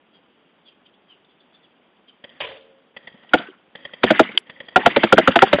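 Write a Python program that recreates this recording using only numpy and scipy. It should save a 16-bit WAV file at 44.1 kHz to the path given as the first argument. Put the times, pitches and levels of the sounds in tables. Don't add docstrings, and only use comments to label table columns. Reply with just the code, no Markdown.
import sys
import numpy as np
from scipy import signal
from scipy.fft import rfft, irfft
from scipy.io import wavfile
from scipy.ndimage import uniform_filter1d

SR = 44100
rng = np.random.default_rng(int(sys.argv[2]) if len(sys.argv) > 2 else 0)


def field_ratio(decibels):
    return 10 ** (np.asarray(decibels, dtype=float) / 20)


def store_pcm(level_fs):
    pcm = np.round(np.clip(level_fs, -1, 1) * 32767).astype(np.int16)
    wavfile.write(sys.argv[1], SR, np.atleast_2d(pcm).T)


N = 246959


def noise(size):
    return rng.standard_normal(size)


def evened(x):
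    return x / np.sqrt(np.mean(x ** 2) + 1e-20)


def coloured(points, size):
    f, db = np.transpose(points)
    hz = np.fft.rfftfreq(size, 1 / SR)
    gain = field_ratio(np.interp(np.log(hz + 1), np.log(f), db))
    return evened(irfft(rfft(noise(size)) * gain, size))


def wobble(size, span):
    once = uniform_filter1d(noise(size), round(span))
    return evened(uniform_filter1d(once, round(span)))


def patchy(x, db):
    z = signal.stft(x, nperseg=128)[2]
    patches = uniform_filter1d(noise(z.shape), size=3, axis=0)
    patches = uniform_filter1d(patches, size=8, axis=1)
    return evened(signal.istft(z * field_ratio(db * evened(patches)), nperseg=128)[1][:len(x)])


def resonate(x, hz, width):
    turn = np.exp(2j * np.pi * np.cumsum(hz * np.ones(len(x))) / SR)
    r = np.exp(-np.pi * width / SR)
    return 2 * (turn * signal.lfilter([1 - r], [1, -r], x / turn)).real


def struck(t, rise, t60):
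    shape = (1 - np.exp(-t / rise)) ** 2 * field_ratio(-60 * t / t60)
    return shape / shape.max()


def sine(t, hz):
    return np.sin(2 * np.pi * (hz * t + rng.random()))


# frequency in Hz, level in dB per Hz.
AIR = [(18, -34.5), (30, -17.5), (54, -11.5), (117, -13), (178, -1), (237, 1), (1190, -10.5), (2120, -13.5),
       (3280, -11.5), (3870, -21.5), (4200, -42), (5460, -65.5), (9240, -120)]


def garden_air():
    return field_ratio(-58.5) * patchy(coloured(AIR, size=N + 1), db=1.15)[:N]


# start in seconds, length in seconds, start pitch in Hz,
# end pitch in Hz, level in dB.
CHIRPS = [(0.116, 0.077, 3400, 3120, -60.5), (0.639, 0.079, 3550, 3020, -54),
          (0.673, 0.031, 3000, 2590, -58), (0.852, 0.025, 3250, 3010, -50), (0.929, 0.027, 3100, 3580, -62),
          (1.066, 0.1, 3400, 2640, -54.5), (1.245, 0.0084, 3700, 3320, -54.5),
          (1.278, 0.061, 3500, 3270, -61.5), (1.387, 0.046, 3550, 3420, -60),
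          (1.517, 0.065, 3400, 3600, -58.5), (1.622, 0.046, 3600, 3190, -58),
          (2.072, 0.039, 3300, 2990, -50)]


def chirp(s, length, start_hz, end_hz, db):
    t = np.arange(round(length * SR)) / SR
    hz = start_hz + (end_hz - start_hz) * t / length
    whistle = np.sin(2 * np.pi * np.cumsum(hz) / SR)
    breath = evened(resonate(noise(len(t)), hz, 180))
    tone = (1.1 * whistle + .9 * breath) * np.hanning(len(t))
    smear = noise(4000) * field_ratio(-60 * np.arange(4000) / SR / 0.22)
    wet = signal.fftconvolve(tone, smear / np.linalg.norm(smear))
    return s, field_ratio(db) * (np.pad(tone, (0, len(wet) - len(t))) + 0.53 * wet)


# frequency in Hz, width in Hz, level in dB.
RIFLE = [(170, 180, -2), (526, 142, 6.5), (940, 680, -9.5), (1900, 254, 7), (2600, 720, -6),
         (3243, 1200, -9), (3220, 280, 5.5)]


def casing(x):
    out = 0
    for k, (hz, width, db) in enumerate(RIFLE):
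        out = out + (-1) ** k * field_ratio(db) * resonate(resonate(x, hz, width), hz, width)
    return evened(out)


# frequency in Hz, level in dB per Hz.
BUSHES = [(59, -45), (100, -16), (215, 3.5), (550, -7), (839, -9), (1200, -8), (2250, -7.5), (2930, -16.5),
          (3480, -15), (4200, -24.5), (5460, -51.5), (9240, -120)]
# start in seconds, level in dB.
SHOTS = [
    (2.24, -24.5),
    (2.965, -23.5),
    (3.072, -24.5),
    (3.752, -24.5),
    (3.85, -21.5),
    (3.935, -24),
    (4.496, -24),
    (4.602, -23),
    (4.684, -25.5),
]


def shot(s, db):
    t = np.arange(8192) / SR
    slap = struck(t, 0.0039, .032) * casing(noise(len(t)))
    answer = casing(noise(len(t))) + 0.28 * coloured(BUSHES, size=len(t))
    answer = struck(t, 0.042, 0.59) * patchy(answer, db=10.0)
    return s - .002, field_ratio(db - 7.5) * (slap + field_ratio(-23) * answer)


def gears(rows):
    s, db = np.transpose(rows)
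    t = np.arange(s[0], s[-1], 1 / SR)
    unevenness_db = 1.1 * evened(uniform_filter1d(noise(len(t)), 500))
    chatter = noise(len(t)) * field_ratio(unevenness_db)
    sound = casing(chatter) + 0.47 * coloured(BUSHES, size=len(t))
    return s[0], field_ratio(np.interp(t, s, db)) * sound * signal.windows.tukey(len(t), .1)


# start in seconds, end in seconds, level in dB once up to speed.
TRIGGER = [
    (2.242, 2.414, -56.5),
    (2.973, 3.334, -56.5),
    (3.759, 4.049, -52.5),
    (4.455, 4.787, -53),
]


def trigger(start, end, db):
    spin_up_s, spin_up_db = .05, 3
    return gears([(start, db + spin_up_db), (start + spin_up_s, db), (end, db)])


# start in seconds, level in dB.
DRUM = [
    (2.403, -23.5),
]
# frequency in Hz, level in dB, t60 in seconds.
DRUM_RING = [(451, 0, 1.12), (538, 0, 1.26), (606, 1, 0.58), (790, -12, 0.59), (996, 1.5, 0.34),
             (3500, -0.5, 0.39)]
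# frequency in Hz, level in dB per Hz.
DRUM_CLATTER = [(35, -47), (60, -13), (177, -21.5), (253, -26.5), (297, -13.5), (325, -20.5), (563, -5.5),
                (627, -10.5), (995, -17), (1280, -19.5), (2550, -12), (3160, -11), (4200, -24.5),
                (5460, -56), (9240, -120)]


def drum(s, db):
    t = np.arange(32768) / SR
    fall = struck(t, 0.00095, 0.061) + field_ratio(-7) * struck(t, 0.0074, 0.45)
    out = fall * patchy(coloured(DRUM_CLATTER, size=len(t)), db=3.2)
    for hz, mode_db, t60 in DRUM_RING:
        ring = sine(t, hz) * (1 + 0.38 * wobble(len(t), 880))
        out += field_ratio(mode_db - 21.0) * struck(t, 0.016, t60) * ring
    return s - .001, field_ratio(db + 0.5) * out


# start in seconds, length in seconds, level in dB.
SKIMS = [
    (3.304, 0.09, -38.5),
    (4.022, 0.037, -31.5),
    (4.849, 0.034, -18),
    (4.938, 0.047, -31.5),
    (5.17, 0.0062, -14.5),
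    (3.228, 0.012, -47),
    (4.19, 0.0058, -20.5),
    (5.513, 0.048, -24.5),
    (5.579, 0.017, -23.5),
]


def skim(s, length, db):
    t = np.arange(round(length * SR)) / SR
    return s, field_ratio(db) * np.sqrt(t / length) * coloured(BUSHES, size=4096)[:len(t)]


# frequency in Hz, level in dB per Hz.
CRACK = [(530, -21), (900, -5), (1080, -10.5), (1550, 0), (2260, -3), (2870, -3), (3760, -4), (4200, -14.5),
         (5460, -51), (9240, -120)]
# start in seconds, peak in dB, pitch in Hz, t60 in seconds,
# crackle share.
BOUNCES = [
    (3.246, -42, 710, 0.022, 0.28),
    (3.292, -37, 2900, 0.035, 0.57),
    (3.4, -25, 670, 0.11, 0.48),
    (4.159, -15.5, 1500, 0.019, 0.52),
    (4.29, -22.5, 2180, 0.025, 0.13),
    (4.317, -28.5, 2083, 0.042, 0.5),
]
# start in seconds, peak in dB, pitch in Hz, t60 in
# seconds, # crackle share.
MORE_BOUNCES = [
    (3.486, -30, 366, 0.034, 0.039),
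    (3.498, -37, 360, 0.045, 0.073),
    (4.347, -30, 381, 0.13, 0.45),
    (4.376, 3, 2970, 0.0096, 0.28),
    (4.831, -23, 850, 0.092, .05),
    (5.390, -2.5, 1420, 0.011, 0.89),
    (5.404, -26, 1440, 0.019, 1),
    (5.587, -7, 497, 0.01, 0.23),
]


def bounce(s, db, hz, t60, crackle):
    t = np.arange(4096) / SR
    width = 0.27 * hz
    pitch = resonate(resonate(noise(len(t)), hz, width), hz, width)
    tick = struck(t, 0.0017, t60) * (crackle * coloured(CRACK, size=len(t)) + evened(pitch))
    return s - .0015, field_ratio(db) * tick / abs(tick).max()


def punch(s, db, hz, crack_db):
    rise_s, tearing_s = 0.0011, 0.017
    t = np.arange(4096) / SR
    tear = struck(t, rise_s, 0.15) * np.exp(-(t / tearing_s) ** 2)
    out = field_ratio(crack_db + 3.5) * tear * coloured(CRACK, size=len(t))
    for factor, mode_db in ((.985, 0.5), (1.14, -39), (1.33, -15)):
        ring = sine(t, hz * factor) * (1 + 0.72 * wobble(len(t), 60))
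        out += field_ratio(db + mode_db) * struck(t, rise_s, 0.035) * ring
    return s - .0035, out


# frequency in Hz, level in dB, t60 factor.
BOARD = [(243.2, -0.5, 0.92), (334.9, 3.5, 0.83), (484, -5, 0.6), (659.6, -1, 0.73), (850, -6, 0.4)]


def blow(s, db, hz, low_db, swell, t60):
    t = np.arange(8192) / SR
    out = np.zeros(len(t))
    for f, mode_db, longer in BOARD:
        f = f * (hz / 660) ** 0.596 * (1 + 0.04 * rng.standard_normal())
        ring = sine(t, f) * (1 + .6 * wobble(len(t), 90))
        level = field_ratio(mode_db + low_db * (f < 400))
        out += level * struck(t, swell * 660 / f, t60 * longer) * ring
    return s + .0005, field_ratio(db + 0.5) * out


def echo(s, db, first_hz, second_hz):
    t = np.arange(16384) / SR
    spread = coloured(BUSHES, size=len(t))
    tint = evened(resonate(spread, first_hz, 210)) + 0.84 * evened(resonate(spread, second_hz, 400))
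    return s, field_ratio(db) * struck(t, 0.0087, 0.37) * patchy(spread + 0.84 * tint, db=4.0)


# start in seconds, panel swing in dB,
# panel pitch in Hz, swell time in seconds, face ring in dB.
HITS = [(3.337, -3.5, 704, 0.004, -4.5), (4.0357, -9, 765, 0.0066, -18), (4.1055, -4, 606, 0.0018, -15),
        (4.1963, 0, 608.5, 0.0051, -4.5), (4.762, -2, 781, 0.00078, -2), (4.8622, -2.5, 687, .007, -3),
        (4.9636, -6.5, 626, 0.014, -15.5), (5.0351, -8, 617, 0.0047, -13), (5.1261, -2.5, 521, 0.005, -1),
        (5.1824, -2, 661, 0.0015, -0.6), (5.2767, -5, 482, 0.003, -2.7), (5.3591, -4, 656, 0.0031, -9),
        (5.4228, 3.6, 816, 0.0086, -3.5), (5.5314, -3, 466, 0.0016, -12)]
# level in dB, favoured pitch in Hz.
RETURNS = [(-30.5, 1500), (-24, 1800), (-25.5, 2055), (-28, 2100), (-27.5, 1883), (-25, 2070),
           (-26.5, 2180), (-28.5, 2300), (-30, 1600), (-26, 2050), (-26, 1570), (-26, 1900), (-26.5, 1650),
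           (-28, 1900)]


def pellet(s, db, hz, swell, face_db, echo_db, echo_hz):
    face, high = rng.standard_normal(2).clip(-2, 2)
    face_hz = 1420 * (1 + 0.038 * face)
    high_hz = 2900 * (1 + 0.06 * high)
    crack_db = -12.5 + 0.29 * db
    flex_db = -13.5 - 0.79 * min(db, 0)
    swing_t60 = 0.062 * (swell / 0.0038) ** -.35
    return [punch(s, face_db, face_hz, crack_db),
            blow(s - 0.001115, db, hz, flex_db, swell, swing_t60),
            echo(s + .019, echo_db, echo_hz, high_hz)]


def add(mix, s, sound):
    part = mix[round(s * SR):][:len(sound)]
    part += sound[:len(part)]


def scene():
    mix = garden_air()
    sources = ((chirp, CHIRPS), (shot, SHOTS), (trigger, TRIGGER), (drum, DRUM), (skim, SKIMS),
               (bounce, BOUNCES), (bounce, MORE_BOUNCES))
    for source, table in sources:
        for row in table:
            add(mix, *source(*row))
    for hit, back in zip(HITS, RETURNS):
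        for part in pellet(*hit, *back):
            add(mix, *part)
    return mix[None]


def filtered(x, order, hz, kind="low"):
    return signal.sosfilt(signal.butter(order, hz, kind, fs=SR, output="sos"), x)


def softened(x, order, hz):
    return signal.sosfiltfilt(signal.butter(order, hz, fs=SR, output="sos"), x)


def thinned(x, from_hz, share):
    hz, _, z = signal.stft(x, SR, nperseg=1024)
    band = (40 * np.log(hz / from_hz + 1e-9)).astype(int).clip(-1)
    luck = uniform_filter1d(noise((band.max() + 2, z.shape[-1])), size=5, axis=1)
    lucky = luck > np.quantile(luck, np.clip(share, 0, 1))
    kept = lucky[band] | (hz < from_hz)[:, None]
    kept |= abs(z[0]).max(axis=0) > .03
    return signal.istft(z * kept, SR, nperseg=1024)[1][:, :N]


def low_pass(x):
    return signal.sosfilt(signal.butter(12, 15400, fs=SR, output="sos"), x)


def record(dry):
    first_rate_hz = 8000
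    over = .99 * dry / (1 + abs(dry) ** 5) ** (1 / 5.5)
    narrow = filtered(filtered(over, 10, 3750), 1, 130, "high")
    mirror = narrow * np.cos(2 * np.pi * first_rate_hz * np.arange(N) / SR)
    edge = signal.ellip(8, 1, 70, 4720, fs=SR, output="sos")
    full = thinned(signal.sosfilt(edge, narrow + field_ratio(-10) * mirror), 3850, .35)

    splatter = np.clip(full, -.97, .97) - full
    fraying = np.clip(full, -.79, .79) - full
    smear = noise(2048) * np.exp(-(np.arange(2048) / SR / 0.022) ** 4)
    haze = signal.oaconvolve(fraying, smear[None] / np.linalg.norm(smear))[:, :N]
    haze = thinned(filtered(haze, 4, 4800, "high"), 6700, 0.49)
    splatter = softened(splatter, 1, 17000) + field_ratio(-15.5) * filtered(haze, 8, 12200)
    return low_pass(full + softened(splatter, 6, 15800))


dry = scene()
out = record(dry)
store_pcm(out)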